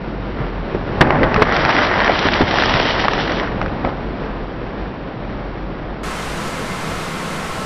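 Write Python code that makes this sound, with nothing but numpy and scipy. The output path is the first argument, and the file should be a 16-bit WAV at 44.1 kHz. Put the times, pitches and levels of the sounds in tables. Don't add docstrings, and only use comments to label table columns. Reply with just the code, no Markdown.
import sys
import numpy as np
from scipy import signal
from scipy.fft import rfft, irfft
from scipy.io import wavfile
from scipy.ndimage import uniform_filter1d

SR = 44100
rng = np.random.default_rng(int(sys.argv[2]) if len(sys.argv) > 2 else 0)


def digitize_waveform(pressure):
    field = np.atleast_2d(pressure).T
    bounded = np.clip(field, -1, 1)
    quanta = np.round(bounded * 32767).astype(np.int16)
    wavfile.write(sys.argv[1], SR, quanta)


N = 337365
T = np.arange(N) / SR
BURST_S, FLAT_S, FREED_S = 1.01, 1.45, 3.6
CUT_S = 6.033
ROLL = (0.082, 0.82, 2.41, 1.6)


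def buckles(tail_t60=0.054, rustle_db=-13, rustle_t60=0.08, thump_cycles=8.8, sag=0.13):
    # t/s, tear level/dB, tear duration/s, thump f/Hz, thump level/dB
    folds = [(0.402, -40, 0.0034, 128, -11), (0.7477, -31, 0.0028, 376, -2.5),
             (1.0078, -1, 0.0061, 152, 3.5), (1.0172, -13, 0.0033, 368, 0), (1.231, -9.5, 0.0031, 483, -12),
             (1.36, -12, 0.0048, 209, -5.5), (1.402, -14, 0.01, 400, -15), (1.419, -7.5, 0.0041, 443, 5),
             (2.252, -11, 0.0073, 286, -3.5), (2.406, -9, 0.0073, 332, 2.5), (2.418, -23, 0.0069, 254, -3),
             (2.428, -24, 0.0087, 100.5, -9), (2.665, -26, 0.006, 160, -16), (2.743, -22, 0.0082, 139, -8),
             (3.846, -21, 0.0049, 247, -8.5), (3.884, -20.5, 0.0044, 615, -18)]
    # f/Hz, level/dB
    wall_spectrum = [(60, 5.5), (170, -11), (420, 5.5), (620, -6), (950, 4.5), (1300, -1), (1700, -0.5),
                     (2300, -11.5), (3300, -12), (5800, -31)]
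    tears, thumps, t = np.zeros(N), np.zeros(N), T[:SR // 6]
    for s, tear_db, length, hz, thump_db in folds:
        swell = np.minimum(0.077 + 0.38 * t / length, 1) * fade(np.maximum(t - length, 0), tail_t60)
        swell += undb(rustle_db) * fade(t, rustle_t60)
        tear = colour(rng.standard_normal(len(t)) * swell, wall_spectrum)
        add(tears, s, undb(tear_db) * tear * np.sqrt(np.mean(swell ** 2)))
        t60 = thump_cycles / hz
        thump = sine(hz * (1 - sag * np.minimum(t / t60, 1))) * fade(t, t60)
        add(thumps, s + length / 4, undb(thump_db) * thump)
    return tears, thumps


def snap(hz, treble_db, ring_cycles=6.1, attack_cycles=1.06, spray_t60=0.011):
    t = T[:SR // 16]
    onset = np.minimum(t * hz / attack_cycles, 1)
    spray = rng.standard_normal(len(t)) * onset
    tone = unit(onset * np.sin(2 * np.pi * hz * t) * fade(t, ring_cycles / hz))
    rattle = undb(-12.5) * fade(t, 0.035)
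    splinters = undb(-3.5) * band(spray * (fade(t, spray_t60) + rattle), 550, 2270, order=5)
    edge = undb(treble_db) * band(spray * fade(t, 0.3 * spray_t60), 2200, 5630, order=2)
    sound = tone + splinters + edge
    return sound / np.abs(sound).max()


def snaps():
    # t/s, peak level/dB, f/Hz, treble level/dB re the tone
    breaks = [(0.7482, -16, 600, -24), (1.0087, 4, 1300, -16), (1.0113, 7.5, 926, -12),
              (1.0138, 10.5, 1600, -13), (1.0225, -3, 900, -27), (1.0712, -5, 800, -44),
              (1.1052, 2.5, 910, -24), (1.156, -10, 780, -23), (1.2319, 1, 1740, -23),
              (1.343, 1, 1870, -10), (1.3613, 0, 1170, -23), (1.4205, 5, 1100, -17), (1.425, -1, 1410, -5),
              (1.5225, -5, 1418, -12), (1.5653, -2.5, 1970, -1), (1.6502, 2, 1400, -10),
              (1.66, -10, 1750, -18), (1.6923, -3, 1100, -10), (1.701, -3, 930, -12),
              (1.7275, -7, 2000, -13), (1.7657, 0.5, 2070, -26), (1.818, -6, 910, -16),
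              (1.8329, -4, 1630, -18), (1.8494, -7, 1530, -23), (1.913, -5, 730, -18),
              (1.9778, -3, 800, -28), (2.003, -0.5, 1730, -12), (2.017, -6, 880, -20),
              (2.0448, -4, 1957, -8), (2.0620, -14, 1280, -12), (2.0782, -2, 1940, -21),
              (2.096, 0.5, 645, -23), (2.1907, -3.5, 2300, 1), (2.2862, 1.5, 1640, -10),
              (2.3355, -1, 1900, -4), (2.3635, -8, 842, -9), (2.5399, -2, 670, -14),
              (2.5853, -1, 1450, -15), (2.622, -1, 1500, -8), (2.6364, -0.5, 1700, -15),
              (2.658, -8.5, 4800, 11), (2.695, -3, 1940, 0), (2.7393, -2, 1910, -8),
              (2.7993, -1.5, 750, -12), (2.8143, -11, 1500, 6), (2.91, -12, 3160, -1), (3, -10, 1410, -11),
              (3.0402, -5, 1240, -23), (3.047, -6, 1050, -18), (3.053, -10, 760, -17),
              (3.0821, 1, 1160, -15), (3.134, -6.5, 1210, -6), (3.178, -7.5, 740, -21),
              (3.1940, -15, 1680, -12), (3.3189, -8, 1550, -9), (3.3979, -7, 1900, -5),
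              (3.474, -14, 1310, -19), (3.6144, -6, 1150, -21), (3.626, -13, 670, -18),
              (3.661, -10.5, 1400, -19), (3.681, -17.5, 1700, -20), (3.8478, -8, 835, -28)]
    out = np.zeros(N)
    for s, db, hz, treble_db in breaks:
        add(out, s, undb(db) * snap(hz, treble_db))
    return out


def crunch(body_db=-1.05, crisp_db=1.5, bunching_db=1.5):
    # t/s, relative body level/dB, relative treble level/dB
    course = [(1.46, -22, -37), (1.53, -17.5, -30.5), (1.78, -16, -26), (1.95, -17.5, -31),
              (2.06, -14.5, -27), (2.13, -19, -27), (2.25, -17.5, -25), (2.31, -22, -29),
              (2.39, -17, -27.5), (2.46, -22.5, -32), (2.55, -17.5, -26), (2.72, -18, -24),
              (2.9, -18.5, -26), (3.1, -21.5, -30.5), (3.33, -21.5, -31), (3.46, -24.5, -41),
              (3.58, -45, -61)]
    # f/Hz, level/dB
    crisp_spectrum = [(80, -4), (160, -9.5), (260, 5), (380, 2.5), (700, 0.5), (1150, 1), (1950, 1.5),
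                      (2550, -11.5), (3100, -9.5), (4200, -17.5), (5700, -23.5)]
    times, body_levels, treble_levels = np.transpose(course)
    body_gain = undb(np.interp(T, times, body_levels) + body_db)
    closed = np.interp(T, [BURST_S, FLAT_S], [1, 0])
    since_flat = np.maximum(T - FLAT_S, 0)
    bass_db = 3.5 * closed - 8 * (1 - closed) - 0.5 * since_flat
    smother_db = -1.5 * closed - 2 * since_flat
    treble_db = np.interp(T, times, treble_levels) + crisp_db - 16 * closed

    avalanche = undb(1.8 * np.minimum(walk(rate=180), 1.5))
    breaks = fractures(rate=2600, spread_db=3.5) * avalanche
    crumbs = fractures(rate=650, spread_db=2.0) * undb(2 * walk(rate=140))
    ringing = undb(-4) * chips()
    breaking = colour(breaks, crisp_spectrum) + ringing
    bass = band(breaking, 49, 460) * undb(bass_db)
    middle = band(breaking, 583, 2370)
    upper = signal.sosfiltfilt(signal.butter(3, 1200, "high", fs=SR, output="sos"), middle)
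    middle = middle - upper + upper * undb(smother_db)
    treble = band(colour(breaks + 0.65 * crumbs, crisp_spectrum) + 0.5 * ringing, 2600, 6200)
    treble *= undb(treble_db + bunching_db * walk(rate=40))
    pressed = (T > BURST_S) & (T < FREED_S)
    return pressed * (body_gain * bass + collapse_gain() * (body_gain * middle + treble))


def chips(count=3600, cycles=7, spread_db=1.5, lo_hz=520, hi_hz=5600, size=400):
    when, pitch, strength = rng.random((count, 3)).T[:, :, None]
    span, t = FREED_S - BURST_S, T[:size]
    hz = lo_hz * (hi_hz / lo_hz) ** pitch
    gain = undb(-spread_db * np.log(0.042 + strength))
    grains = gain * np.sin(2 * np.pi * hz * t) * fade(t, cycles / hz)
    index = ((BURST_S + when * span) * SR).astype(int) + np.arange(size)
    return unit(np.bincount(index.ravel(), grains.ravel(), N)) * np.sqrt(span / T[-1])


def collapse_gain(attack_s=0.003, release_s=0.015, lull_share=0.5, lull_s=0.02):
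    # t/s, duration/s, change of level/dB
    stacks = [(1.014, 0.031, 1), (1.07, 0.012, -3), (1.404, 0.036, 0), (1.537, 0.025, 2.5),
              (1.687, 0.018, 3.5), (1.757, 0.011, -1), (1.826, 0.014, 1), (2.045, 0.017, 1.5),
              (2.152, 0.011, 2), (2.244, 0.028, 1), (2.353, 0.0083, 1), (2.395, 0.018, 2.5),
              (2.684, 0.012, 1), (2.74, 0.029, 1.5), (3.045, 0.017, 1.5), (3.125, 0.011, 0),
              (3.178, 0.024, 1.5), (3.392, 0.012, 1)]
    change_db = np.zeros(N)
    for s, length, db in stacks:
        lull = gesture(s + length, release_s, lull_s, lull_s)
        change_db += db * (gesture(s, attack_s, length, release_s) - lull_share * lull)
    return undb(change_db)


def tube_resonance(tears, cracks, warp=0.039):
    # f/Hz, relative level/dB, t60/s
    modes = [(147, 11, 0.063), (239, 9.5, 0.074), (415, 4, 0.045), (603, 12.5, 0.03), (843, 18, 0.02),
             (1068, 3.5, 0.058), (1540, -7, 0.03), (1770, -10.5, 0.13), (2010, -11.5, .06)]
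    crumpling = undb(-19.5) * gesture(0.93, 0.08, 0.26, 0.53) ** 2
    reopening = undb(-32) * gesture(3.58, 0.04, 0.27, 0.08)
    creases = fractures(rate=2500, spread_db=0.5) * (crumpling + reopening)
    has_air = (T < FLAT_S) | (T > FREED_S)
    drive = creases + undb(-22) * tears + undb(-24) * cracks * has_air
    body = sum(undb(db) * ring(drive, hz * (1 + warp * walk(rate=9.3)), t60) for hz, db, t60 in modes)
    return body / np.sqrt(sum(undb(db) ** 2 * ring_energy(t60) for hz, db, t60 in modes))


def groans(wobble_share=0.09, rough_db=3):
    # t/s, duration/s, starting f/Hz, final f/Hz, level/dB
    rubs = [(1.02, 0.027, 345, 290, -23), (1.07, 0.051, 385, 420, -19), (1.145, 0.033, 754, 800, -19),
            (1.18, 0.052, 231, 288, -14), (1.21, 0.044, 530, 480, -14.5), (1.378, 0.043, 411, 436, -12.5)]
    out, wobble, grip = np.zeros(N), walk(rate=370), walk(rate=260)
    for s, length, start_hz, end_hz, db in rubs:
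        t = T[:int(length * SR)]
        now = int(s * SR) + np.arange(len(t))
        hz = np.interp(t, [0, length], [start_hz, end_hz]) * (1 + wobble_share * wobble[now])
        swell = np.sqrt(np.sin(np.pi * t / length)) * undb(rough_db * grip[now])
        add(out, s, undb(db) * swell * sine(hz))
    return out


def lid_pop(s=2.3404, peak_db=1, hz=2500):
    phase = 2 * np.pi * hz * (T - s)
    return undb(peak_db) * -phase * np.exp((1 - phase ** 2) / 2)


def skid(level_db=-26):
    # f/Hz, relative level/dB, t60/s
    modes = [(253, -1.5, 0.045), (554, -4, 0.033), (670, -5.5, 0.035), (797, 2, 0.019), (1230, -5, 0.018)]
    slips = fractures(rate=900, spread_db=4.0) * gesture(3.84, 0.008, 0.015, 0.09)
    body = sum(undb(db) * ring(slips, hz, t60) / np.sqrt(ring_energy(t60)) for hz, db, t60 in modes)
    return undb(level_db) * body


def engine_throb(firing_hz=47.8, idle_db=-32.5, load_rise_db=9.5, fade_db_per_s=9.5):
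    load = gesture(0.039, 0.5, 0.068, 0.39)
    level_db = idle_db + load_rise_db * load - fade_db_per_s * np.maximum(T - CUT_S, 0)
    tone = sine(firing_hz + 3.5 * walk(rate=19))
    return unit(tone * undb(3.6 * walk(rate=18))) * undb(level_db)


def rolling_noise(idle_db=-26.5, rise_db=4.5):
    # f/Hz, level/dB
    spectrum = [(12, -35.5), (20, -11.5), (44, -9.5), (60, -15), (76, -12), (113, -10), (209, -9),
                (241, -11.5), (329, -11), (427, -13.5), (492, -14), (772, -18), (1810, -26.5),
                (4060, -40.5), (5800, -51), (7540, -75), (12800, -120)]
    grit = rng.standard_normal(N) + 0.47 * fractures(rate=900, spread_db=6.5)
    return colour(grit, spectrum) * undb(idle_db + rise_db * gesture(*ROLL) + 0.81 * walk(rate=20))


def tyre_scuff(roll_db=-41.5, nudge_db=-34):
    spectrum = [(200, -19), (900, 4.0), (2000, 0.5), (2700, -17.5), (5800, -30.5)]  # f/Hz, level/dB
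    grind = colour(fractures(rate=4800, spread_db=11.0), spectrum)
    nudge = gesture(0.345, 0.063, 0.027, 0.055)
    return grind * (undb(roll_db) * gesture(*ROLL) + undb(nudge_db) * nudge)


def waiting_car(hiss_db=-25):
    # f/Hz, level/dB
    spectrum = [(20, 3), (45, -26), (65, -3), (100, -4.5), (200, -1), (350, -5), (470, -3.5), (620, -5.5),
                (1400, -7.5), (2600, -14), (6200, -23.5), (8800, -25.5), (11500, -33), (14500, -41)]
    # f/Hz, bandwidth/Hz, level/dB
    tones = [(160.6, 20, -36.5), (197, 18, -37.5), (1074, 34, -37.5), (1319, 13, -40), (2087, 9.2, -43.5)]
    out = colour(rng.standard_normal(N), spectrum) * undb(hiss_db + 0.31 * walk(rate=12))
    for hz, width_hz, db in tones:
        t60 = np.log(1000) / (np.pi * width_hz)
        out += undb(db) * unit(ring(rng.standard_normal(N), hz, t60))
    return out


def fractures(rate, spread_db):
    size = undb(spread_db * np.minimum(rng.standard_normal(N), 2))
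    return unit((rng.random(N) < rate / SR) * size * rng.choice([-1, 1], N))


def walk(rate):
    step = int(SR / rate)
    held = np.repeat(rng.standard_normal(N // step + 1), step)
    return unit(uniform_filter1d(uniform_filter1d(held, step), step)[:N])


def ring(x, hz, t60):
    turn = np.exp(2j * np.pi * np.cumsum(hz * np.ones(len(x))) / SR)
    return (turn * signal.lfilter([1], [1, -fade(1 / SR, t60)], x / turn)).imag


def ring_energy(t60):
    return t60 * SR / (4 * np.log(1000))


def sine(hz):
    return np.sin(2 * np.pi * np.cumsum(hz) / SR)


def colour(x, spectrum, size=4096):
    hz, db = np.transpose(spectrum)
    bins = np.maximum(np.fft.rfftfreq(size, 1 / SR), 1)
    cepstrum = irfft(np.log(undb(np.interp(np.log(bins), np.log(hz), db))))
    cepstrum[1:size // 2] *= 2
    cepstrum[size // 2 + 1:] = 0
    response = irfft(np.exp(rfft(cepstrum)))
    return unit(signal.fftconvolve(x, response)[:len(x)])


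def band(x, lo_hz, hi_hz, order=3):
    return unit(signal.sosfilt(signal.butter(order, [lo_hz, hi_hz], "band", fs=SR, output="sos"), x))


def lowpass(x, hz):
    return signal.sosfilt(signal.ellip(10, .2, 80, hz, fs=SR, output="sos"), x)


def gesture(start, attack, hold, release):
    return np.interp(T, start + np.cumsum([0, attack, hold, release]), [0, 1, 1, 0])


def fade(t, t60):
    return np.exp(-np.log(1000) * t / t60)


def undb(db):
    return 10 ** (np.asarray(db) / 20)


def unit(x):
    return x / np.sqrt(np.mean(x ** 2) + 1e-18)


def add(track, s, sound):
    i = int(s * SR)
    track[i:i + len(sound)] += sound[:N - i]


def scene():
    throb, rolling, waiting = engine_throb(), rolling_noise(), waiting_car()
    tears, thumps = buckles()
    cracks = snaps()
    crushing = crunch() + tears + thumps + cracks + tube_resonance(tears, cracks)
    crushing += groans() + lid_pop() + skid()
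    return (throb + np.where(T < CUT_S, rolling + tyre_scuff() + crushing, waiting))[None]


def record(dry, headroom=1.11, narrow_hz=5800, top_hz=14600):
    narrow = lowpass(headroom * np.tanh(dry / headroom), narrow_hz)
    return lowpass(np.clip(np.where(T < CUT_S, narrow, dry), -1, 1), top_hz)


dry = scene()
out = record(dry)
digitize_waveform(out)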